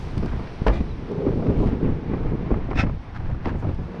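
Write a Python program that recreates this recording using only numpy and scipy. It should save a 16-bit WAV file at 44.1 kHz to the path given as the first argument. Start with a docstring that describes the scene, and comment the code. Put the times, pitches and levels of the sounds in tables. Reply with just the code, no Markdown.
"""A van's sliding door

The door is opened from outside, close to a microphone in light wind. The handle ticks, the latch
lets go with a clunk and the seal peels off; the door rumbles along its rail, bumps, and scrapes into
the hold-open catch. Two footfalls follow on the step. Impacts excite damped modes; rolling, peeling
and rubbing are trains of tiny random contacts, filtered by the bodies they excite."""
import sys
import numpy as np
from scipy.fft import rfft, irfft, next_fast_len
from scipy.io import wavfile
from scipy.ndimage import map_coordinates

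SR = 44100
rng = np.random.default_rng(int(sys.argv[2]) if len(sys.argv) > 2 else 0)


def int16_out(signal):
    """Quantize to a 16-bit WAV file."""
    q = np.round(np.clip(np.atleast_2d(signal).T, -1, 1) * 32767)
    wavfile.write(sys.argv[1], SR, q.astype(np.int16))


N = 176400


def amp(db):
    """Amplitude ratio of a level in decibels."""
    return 10 ** (np.asarray(db) / 20)


def unit(x):
    """Normalisation to rms 1."""
    return x / np.sqrt(np.mean(x ** 2) + 1e-20)


def along(points, hz):
    """Interpolation of (f/Hz, value) points on a logarithmic frequency axis."""
    f, values = np.transpose(points)
    return np.interp(np.log(hz + 1), np.log(f + 1), values)


def curves(rows):
    """Linear interpolation in time: one curve for each column after t/s."""
    times, *columns = np.transpose(rows)
    return [np.interp(np.arange(N) / SR, times, column) for column in columns]


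def wobble(per_s):
    """Smooth random modulation: a spline through per_s Gaussian values a second."""
    return map_coordinates(rng.standard_normal(2048), [np.arange(N) * per_s / SR], mode="wrap")


def filtered(x, response):
    """Linear filtering: the spectrum of x times a frequency response."""
    size = next_fast_len(len(x) + SR // 4)
    return irfft(rfft(x, size) * response(np.fft.rfftfreq(size, 1 / SR)), size)[:len(x)]


def coloured(x, spectrum):
    """Spectral shaping by (f/Hz, level/dB) points, at rms 1."""
    return unit(filtered(x, lambda hz: amp(along(spectrum, hz))))


def resonate(x, modes):
    """Forced response of parallel resonators (f/Hz, bandwidth/Hz, level/dB)."""
    return filtered(x, lambda f: sum(amp(db) * 1j * f * width / (f0 * f0 - f * f + 1j * f * width)
                                     for f0, width, db in modes))


def grit(per_s):
    """Shot noise: random tiny contacts of uneven size, at rms 1."""
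    return unit((rng.random(N) < per_s / SR) * rng.standard_normal(N))


def decay(t, t60, attack_s=0.0014):
    """Exponential damping, 60 dB in t60 seconds, after a quick rise."""
    return np.exp(-np.log(1000) * t / t60) * (1 - np.exp(-t / attack_s))


def blow(spectrum, t60, tilt_db=0):
    """Impact on a panel: dense modes, the high ones dying first; t60 holds at 400 Hz."""
    t = np.arange(SR // 2) / SR
    octave = np.log2(np.fft.rfftfreq(len(t), 1 / SR) + 1)
    noise, out = rfft(rng.standard_normal(len(t))), 0
    for hz in 50 * 2 ** np.arange(9):
        band = irfft(noise * np.cos(np.pi / 2 * np.clip(octave - np.log2(hz), -1, 1)), len(t))
        ratio = hz / 400
        fade = decay(t, t60 / ratio ** 0.3)
        band_db = along(spectrum, hz) + tilt_db * np.log2(min(ratio, 4))
        out = out + unit(band * fade) * np.sqrt(np.mean(fade ** 2)) * amp(band_db)
    return out


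def ring(hz, t60):
    """Free vibration of one damped mode."""
    t = np.arange(SR // 2) / SR
    return np.sin(2 * np.pi * hz * t) * decay(t, t60)


def add(out, s, x):
    """Superposition of x on out from time s."""
    part = out[max(round(s * SR), 0):][:len(x)]
    part += x[:len(part)]


# gusts and finest treble hiss (t/s, level/dB)
GUSTS = [(0, -27.5), (0.36, -22.5), (0.45, -35), (0.56, -36), (0.64, -23), (0.9, -27.5), (1.06, -29.5),
         (1.14, -44), (1.24, -32.5), (1.34, -24.5), (1.5, -27.5), (1.56, -23), (1.62, -20.5), (1.7, -20),
         (1.78, -30.5), (1.91, -18.5), (2.04, -33.5), (2.15, -22), (2.45, -26.5), (2.62, -25.5),
         (2.94, -22.5), (3.03, -37.5), (3.28, -22), (3.42, -29), (3.54, -25.5), (3.61, -29), (3.74, -26),
         (3.88, -34.5), (4, -46)]
FIZZ = [(0, -58), (0.12, -66), (0.3, -68), (0.6, -79), (1.0, -91), (3.5, -93.5), (3.6, -61), (3.66, -82),
        (3.85, -72.5), (4, -81)]
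# street background (t/s, murmur level/dB, hiss level/dB)
STREET = [(0, -40, -51.5), (0.3, -40.5, -54), (0.55, -38.5, -52.5), (1.0, -41, -56.5), (1.6, -38, -56.5),
          (1.9, -37.5, -60.5), (2.7, -38.5, -61.5), (3.05, -44.5, -60), (3.3, -42.5, -62),
          (3.85, -41.5, -60), (4, -41, -61)]
# their spectra (f/Hz, level/dB)
GUST_SPECTRUM = [(3, -34.5), (12, 4), (25, -3.5), (40, -1), (60, -4), (110, -5.5), (170, -11.5), (260, -20),
                 (450, -30.5), (1000, -46.5), (3000, -79)]
FIZZ_SPECTRUM = [(3000, -26), (6000, 3.5), (9700, -3), (11000, -4.5), (15000, -11.5)]
MURMUR_SPECTRUM = [(40, -6.5), (200, 2.5), (340, 2.5), (450, -6.5), (800, -2.5), (1400, -10), (2300, -15),
                   (3000, -23), (6000, -41), (9000, -60)]
HISS_SPECTRUM = [(300, -13), (1500, -4.5), (2400, 1.5), (3500, 0.5), (5800, -6), (7000, -19.5), (9700, -15),
                 (11000, -27.5), (15000, -44)]

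def outdoors():
    """Turbulent pressure: wind buffets the microphone over the broadband noise of the street."""
    gust_db, = curves(GUSTS)
    murmur_db, hiss_db = curves(STREET)
    fizz_db, = curves(FIZZ)
    gusts = amp(gust_db + 0.67 * wobble(17)) * coloured(rng.standard_normal(N), GUST_SPECTRUM)
    murmur = amp(murmur_db + 1.2 * wobble(14)) * coloured(rng.standard_normal(N), MURMUR_SPECTRUM)
    hiss = amp(hiss_db + 0.51 * wobble(20)) * coloured(rng.standard_normal(N), HISS_SPECTRUM)
    fizz = amp(fizz_db) * coloured(rng.standard_normal(N), FIZZ_SPECTRUM)
    return gusts + murmur + hiss + fizz


# rustle as arm and body move (t/s, level/dB) and its spectrum (f/Hz, level/dB)
RUSTLE = [(0.15, -70), (0.25, -50), (0.4, -52), (0.52, -66), (3.05, -70.5), (3.16, -43.5), (3.24, -51.5),
          (3.3, -48), (3.38, -60), (3.48, -37.5), (3.59, -62), (3.64, -58), (3.72, -50), (3.8, -67),
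          (3.96, -47.5), (4, -65)]
RUSTLE_SPECTRUM = [(200, -16), (550, -9.5), (850, 4), (1200, 0), (1700, 0), (2600, -11.5), (4500, -21.5),
                   (8000, -36.5), (13000, -48)]

def clothing():
    """Friction noise: cloth rubs in small uneven clumps."""
    db, = curves(RUSTLE)
    return amp(db + 3.4 * wobble(42)) * coloured(grit(1800), RUSTLE_SPECTRUM)


# knocks on handle, arm and rail (t/s, level/dB, tilt/(dB/octave), t60/s)
KNOCKS = [(0.171, -29, -6, 0.083), (0.2252, -23, -2, 0.086), (0.244, -28, -0.5, 0.11),
          (0.2587, -27.5, 5.5, 0.06), (0.329, -28, 6, 0.057), (0.392, -27, 5, 0.078),
          (0.616, -30, -8.5, 0.055), (0.805, -21, -7, 0.035), (1.222, -29.5, 1, 0.062),
          (1.265, -20, -0.5, 0.14), (1.356, -25.5, -6, 0.083), (1.423, -23.5, 1.5, 0.099),
          (1.463, -20.5, -1, 0.077), (1.483, -25.5, -8, 0.061), (1.497, -21.5, 0, 0.13),
          (1.602, -20, -4, 0.11), (1.619, -25, -3.5, 0.17), (1.686, -22.5, -2, 0.037),
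          (1.725, -26.5, -7, 0.086), (1.825, -23.5, -4, 0.069), (1.886, -22, -1.5, 0.081),
          (2.134, -22, 4.5, 0.082), (2.319, -23, -2, 0.11), (2.504, -20.5, 1, 0.13),
          (2.5145, -15.5, -1.5, 0.055), (2.54, -22, 8, 0.049), (2.685, -25.5, 0.5, 0.067),
          (2.711, -20.5, 7, 0.072), (2.731, -22.5, 8, 0.043), (2.755, -33.5, -9.5, 0.1),
          (2.794, -27.5, -5.5, .09), (2.829, -22.5, -3.5, 0.13), (2.836, -25.5, 11.5, 0.041),
          (2.864, -30, 9.5, 0.088), (2.895, -24, 6.5, 0.038)]
# snaps of handle and roller arm, ticks of metal fittings (t/s, level/dB)
SNAPS = [(0.178, -36.5), (0.259, -42), (0.6665, -44), (0.672, -35.5), (0.733, -51), (0.679, -45.5),
         (1.115, -47.5), (1.692, -52), (3.746, -50)]
TICKS = [(0.2262, -41.5), (0.47, -42), (0.667, -36), (0.6795, -28), (0.806, -42), (1.467, -41.5),
         (1.671, -40.5), (2.7046, -42), (3.4556, -34.5), (3.525, -49), (3.6885, -46)]
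# octave-band spectra of the hollow door and those parts (f/Hz, level/dB)
DOOR_SPECTRUM = [(50, -14), (120, -8.5), (250, 5.5), (500, -8), (1000, -15.5), (2000, -31.5), (4000, -53),
                 (8000, -55.5), (14000, -75)]
SNAP_SPECTRUM = [(200, -25), (1000, -8.5), (3000, 1), (6400, -2.5), (12800, -19)]
TICK_SPECTRUM = [(200, -27.5), (1000, 3), (2500, 5), (5000, -15.5), (8000, -31), (14000, -43)]

def door_knocks():
    """Impact excitation: the large panel sounds low, its small fittings high and short."""
    out = np.zeros(N)
    for s, db, tilt_db, t60 in KNOCKS:
        add(out, s, amp(db) * blow(DOOR_SPECTRUM, t60, tilt_db))
    for s, db in SNAPS:
        add(out, s, amp(db) * blow(SNAP_SPECTRUM, t60=0.04))
    for s, db in TICKS:
        add(out, s, amp(db) * blow(TICK_SPECTRUM, t60=0.051))
    return out


# blows of the pawl (t/s, level/dB, t60/s) and their octave-band spectrum (f/Hz, level/dB)
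PAWL_BLOWS = [(0.665, -12.5, 0.057), (0.6691, -14.5, 0.039), (0.679, -21, 0.19)]
PAWL_SPECTRUM = [(50, -6), (120, -20), (250, -5.5), (500, 4.5), (1000, -7.5), (2000, -15.5), (4000, -26),
                 (8000, -39), (14000, -51)]
# modes of latch and panel (f/Hz, relative level/dB, t60/s)
LATCH_MODES = [(192.5, 4.5, 0.14), (264, -3, 0.26), (337, -8, 1), (446, -7, 0.068), (637, -5, 0.12),
               (833, 2, 0.13), (1216, -18.5, 0.64), (1310, -16, 0.15), (1660, -10, 0.19), (1710, -8, 0.14),
               (2070, -20, 0.21), (2344, -24, 0.2), (2837, -18, 0.18), (3100, -25, 0.15), (3220, -19, 0.13),
               (3670, -26, 0.11)]

def latch():
    """Modal ringing: the pawl lets go in three quick blows, the first exciting latch and panel."""
    out = np.zeros(N)
    for s, db, t60 in PAWL_BLOWS:
        add(out, s, amp(db) * blow(PAWL_SPECTRUM, t60))
    first_s, first_db, _ = PAWL_BLOWS[0]
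    ring_db = first_db - 7.5
    for hz, mode_db, t60 in LATCH_MODES:
        add(out, first_s + rng.uniform(0, 0.00359), amp(ring_db + mode_db) * ring(hz, t60))
    return out


# heavy shoves (t/s, level/dB, f/Hz, t60/s)
THUDS = [(0.677, -8.5, 47, 0.29), (0.795, -12.5, 55, 0.16), (0.889, -21, 69, 0.14), (1.606, -18, 60, 0.14),
         (2.521, -10, 44.7, 0.14), (2.759, -12.5, 45, 0.17), (2.771, -10, 61.4, 0.081),
         (2.79, -13, 95, 0.087), (2.826, -10, 88.5, 0.059), (2.85, -16.5, 52, .35),
         (3.685, -25, 94.5, 0.12)]

def door_thuds():
    """Damped oscillation: each shove sets the whole door vibrating in one low mode."""
    out = np.zeros(N)
    for s, db, hz, t60 in THUDS:
        add(out, s, -amp(db) * ring(hz, t60))
    return out


# peeling of the seal (t/s, level/dB) and the rubber's spectrum (f/Hz, level/dB)
PEEL = [(0.69, -85), (0.728, -34), (0.765, -36), (0.81, -47), (0.87, -72), (1.05, -77)]
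RUBBER_SPECTRUM = [(100, -11), (300, -0.5), (600, 23.5), (1000, 8), (2200, -1), (3500, -12), (5500, -24.5),
                   (7000, -24.5), (9500, -27.5), (13000, -56)]
# modes of the door frame (f/Hz, bandwidth/Hz, level/dB)
FRAME_MODES = [(620, 65, 6.5), (1180, 34, -3), (1970, 120, -0.5), (2360, 100, -2), (3330, 40, -3),
               (3560, 55, -8)]

def seal():
    """Release of adhesion: the rubber lets go in jerks and rings the frame."""
    db, = curves(PEEL)
    frame = resonate(grit(4500), FRAME_MODES)
    frame = unit(resonate(frame, [(1800, 3800, 0)]))  # broad band-pass
    rubber = coloured(grit(9100), RUBBER_SPECTRUM)
    return amp(db + wobble(140)) * (rubber + amp(-5.5) * frame)


# glide of the whistle (t/s, f/Hz, level/dB)
WHISTLE = [(0.86, 4200, -82), (0.89, 4100, -57), (0.915, 3950, -58), (0.935, 3680, -60), (0.955, 3520, -65),
           (0.985, 3150, -61), (1.03, 2950, -82)]

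def whistle():
    """Frequency modulation: a faint thin tone wavers and falls as the door swings out."""
    hz, db = curves(WHISTLE)
    wavering_hz = hz * (1 + 0.0069 * wobble(430))
    return amp(db + 3.4 * wobble(90)) * np.sin(2 * np.pi * np.cumsum(wavering_hz) / SR)


# rolling (t/s, level/dB, relative rail level/dB) and the rumble's spectrum (f/Hz, level/dB)
ROLL = [(1.0, -39, -0.5), (1.11, -28, 2), (1.19, -25, -2.5), (1.235, -27.5, 6.5), (1.275, -24.5, 6),
        (1.31, -25.5, 5.5), (1.41, -29, 5.5), (1.505, -21, -2), (1.56, -27, 5), (1.62, -23.5, -4),
        (1.7, -25.5, -13), (1.74, -24.5, -4), (1.785, -30, -2), (1.835, -20.5, -2.5), (1.9, -27, 1),
        (1.94, -28, -6.5), (2.03, -33, -8.5), (2.15, -24.5, -6.5), (2.25, -31.5, 3), (2.34, -28.5, -12),
        (2.42, -31, -5.5), (2.58, -29, -8), (2.72, -51.5, -14.5)]
RUMBLE_SPECTRUM = [(30, -16), (80, -5), (160, 3), (240, 0), (330, -5), (480, -8.5), (620, -32.5),
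                   (900, -24), (1400, -39), (3000, -44.5), (8000, -81.5)]
# modes of the rail (f/Hz, bandwidth/Hz, level/dB)
RAIL_MODES = [(310, 36, -21), (408, 33, 4), (456.7, 40, -3), (510, 45, -15.5)]
# impacts on its joints (t/s, level/dB, f/Hz)
JOINTS = [(1.266, -18, 454), (1.888, -18.5, 413), (2.5128, -11.5, 410)]

def rollers():
    """Rolling noise: grit drums the hollow door and makes the rail sing; each joint rings it briefly."""
    db, rail_db = curves(ROLL)
    rumble = coloured(grit(650), RUMBLE_SPECTRUM)
    rail = resonate(grit(650), RAIL_MODES)
    rail = unit(resonate(rail, [(390, 360, 0)]))  # broad band-pass
    out = amp(db + 0.93 * wobble(25.2)) * (rumble + amp(rail_db - 6) * rail)
    for s, joint_db, hz in JOINTS:
        add(out, s, amp(joint_db) * ring(hz, t60=0.047))
    return out


# rub of the runners (t/s, level/dB) and its spectrum (f/Hz, level/dB)
SLIDE = [(1.05, -85), (1.24, -63), (1.33, -75), (1.46, -61), (1.51, -63), (1.57, -58), (1.68, -53),
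         (1.74, -81), (1.89, -64.5), (2.1, -84)]
SLIDE_SPECTRUM = [(500, -18.5), (1500, -1), (3000, 3.5), (5500, -7), (7000, -10), (9800, -14.5),
                  (12000, -28), (15000, -45)]

def runners():
    """Dry friction: the runners rub unevenly along the rail."""
    db, = curves(SLIDE)
    return amp(db + 2.7 * wobble(50)) * coloured(grit(1500), SLIDE_SPECTRUM)


# carriage impacts (t/s, level/dB) and their octave-band spectrum (f/Hz, level/dB)
RATTLES = [(1.395, -28), (1.601, -38), (1.617, -27), (1.627, -25), (1.643, -27), (1.668, -33)]
RATTLE_SPECTRUM = [(200, -32), (400, -2.5), (800, -1.5), (1600, -18), (3200, -20), (12000, -44)]
# modes of the track (f/Hz, bandwidth/Hz, level/dB)
TRACK_MODES = [(715, 63, 0), (830, 58, 2.4), (970, 90, -2)]

def track_rattle():
    """Resonant filtering: the loose roller carriage chatters through the modes of its track."""
    chatter = np.zeros(N)
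    for s, db in RATTLES:
        add(chatter, s, amp(db) * blow(RATTLE_SPECTRUM, t60=0.1))
    return resonate(chatter, TRACK_MODES)


# roller's pressure on the steel spring (t/s, level/dB)
PRESSURE = [(2.72, -87), (2.757, -44), (2.78, -29.5), (2.8, -25), (2.813, -30), (2.826, -35), (2.9, -94)]
# modes of the spring (f/Hz, bandwidth/Hz, level/dB)
SPRING_MODES = [(780, 50, 3), (1340, 35, 2.5), (1590, 56, 1), (1520, 25, -2.5), (1770, 29, 3),
                (1920, 50, -1), (2150, 20, 2.5), (2490, 87, -4.5), (2544, 71, 0.5), (2580, 40, -6),
                (2710, 40, -12), (3170, 41, -15), (3530, 140, -12.5), (4900, 48, -7.5), (5300, 200, -14)]
# roller's impacts on entering (t/s, level/dB, tilt/(dB/octave))
CLACKS = [(2.7563, -28.5, 0), (2.7785, -22.5, -1), (2.785, -28, 2), (2.7931, -30, -3.5), (2.8048, -33, 4)]
# spectra of rasp and clacks (f/Hz, level/dB)
RASP_SPECTRUM = [(100, -17.5), (450, -4), (750, 5.5), (1000, -4), (1700, 2.5), (2600, -1), (3000, -18.5),
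                 (3700, -8), (4300, -17.5), (4900, -15.5), (5800, -17), (7000, -27.5), (9500, -31.5),
                 (12000, -58), (15000, -78)]
CLACK_SPECTRUM = [(100, -16), (220, -6), (400, -6), (800, 1.5), (1600, -1), (3200, -15), (6400, -22),
                  (13000, -48.5)]

def catch():
    """Stick-slip: the roller clacks and scrapes over the hold-open spring, which rings at every slip."""
    pressure_db, = curves(PRESSURE)
    slips = grit(per_s=4800)
    pressure = amp(pressure_db + 1.36 * wobble(300))  # judder
    spring = resonate(slips * pressure, SPRING_MODES) / np.std(resonate(slips, SPRING_MODES))
    spring = filtered(spring, lambda hz: 1 / (1 + (hz / 6100) ** 6))  # low-pass
    rasp = pressure * coloured(slips, RASP_SPECTRUM)
    out = amp(-2.5) * rasp + amp(-2) * spring
    for s, db, tilt_db in CLACKS:
        add(out, s, amp(db) * blow(CLACK_SPECTRUM, t60=0.035, tilt_db=tilt_db))
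    return out


# contacts of heel and sole (t/s, level/dB, tilt/(dB/octave), t60/s)
STEPS = [(3.202, -36.5, 7, 0.076), (3.292, -38, 5.5, 0.18), (3.344, -36.5, 6, 0.062),
         (3.4595, -24, 0, 0.12), (3.467, -23, -1, 0.088), (3.479, -28, 1.5, 0.12), (3.508, -29, -3, 0.13),
         (3.546, -30.5, -5, 0.15), (3.624, -31, 2.5, 0.19), (3.644, -27.5, -1, 0.15),
         (3.667, -32, -7, 0.11), (3.687, -30, -2.5, 0.16), (3.787, -34, -5, 0.18)]
# scuffing of the soles (t/s, level/dB)
SCUFF = [(3.42, -72), (3.458, -29), (3.483, -43.5), (3.51, -42), (3.58, -57), (3.64, -54), (3.69, -49),
         (3.76, -63)]
# their spectra (f/Hz, level/dB)
STEP_SPECTRUM = [(50, -10), (140, 0), (300, -2), (600, -2.5), (1200, -11), (2400, -38.5), (4500, -40),
                 (8000, -51), (14000, -63)]
SCUFF_SPECTRUM = [(100, -13), (450, 3.5), (800, 7.5), (1400, -8), (2400, -6), (5000, -29), (7000, -42.5),
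                  (12000, -56)]

def footfalls():
    """Impact and friction: shoes land on the step and scuff over its tread."""
    scuff_db, = curves(SCUFF)
    out = amp(scuff_db) * coloured(grit(1300), SCUFF_SPECTRUM)
    for s, db, tilt_db, t60 in STEPS:
        add(out, s, amp(db) * blow(STEP_SPECTRUM, t60, tilt_db))
    return out


# drone of the load space (t/s, level/dB) and its modes (f/Hz, bandwidth/Hz, level/dB)
DRONE = [(3.75, -67), (3.88, -34.5), (3.97, -28), (4, -32)]
CABIN_MODES = [(172, 14, 3.5), (340, 47, -14), (447, 18, -6)]

def cabin():
    """Cavity resonance: the hollow load space drones as the microphone comes inside."""
    db, = curves(DRONE)
    drone = resonate(rng.standard_normal(N), CABIN_MODES)
    return amp(db) * unit(resonate(drone, [(300, 470, 0)]))  # broad band-pass


def scene():
    """Superposition: all sources sum at one microphone."""
    opening = door_knocks() + latch() + door_thuds() + seal() + whistle()
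    sliding = rollers() + runners() + track_rattle() + catch()
    return (outdoors() + clothing() + opening + sliding + footfalls() + cabin())[None]


# treble response of the microphone (f/Hz, level/dB)
MIC_RESPONSE = [(5700, -1.5), (7000, -5), (9800, -8), (11500, -8.5), (15000, -17)]

def record(dry):
    """Band limiting: the microphone dulls the treble and passes nothing above 15 kHz."""
    return filtered(dry[0], lambda hz: amp(along(MIC_RESPONSE, hz)) * (hz < 15000))[None]


dry = scene()
out = record(dry)
int16_out(out)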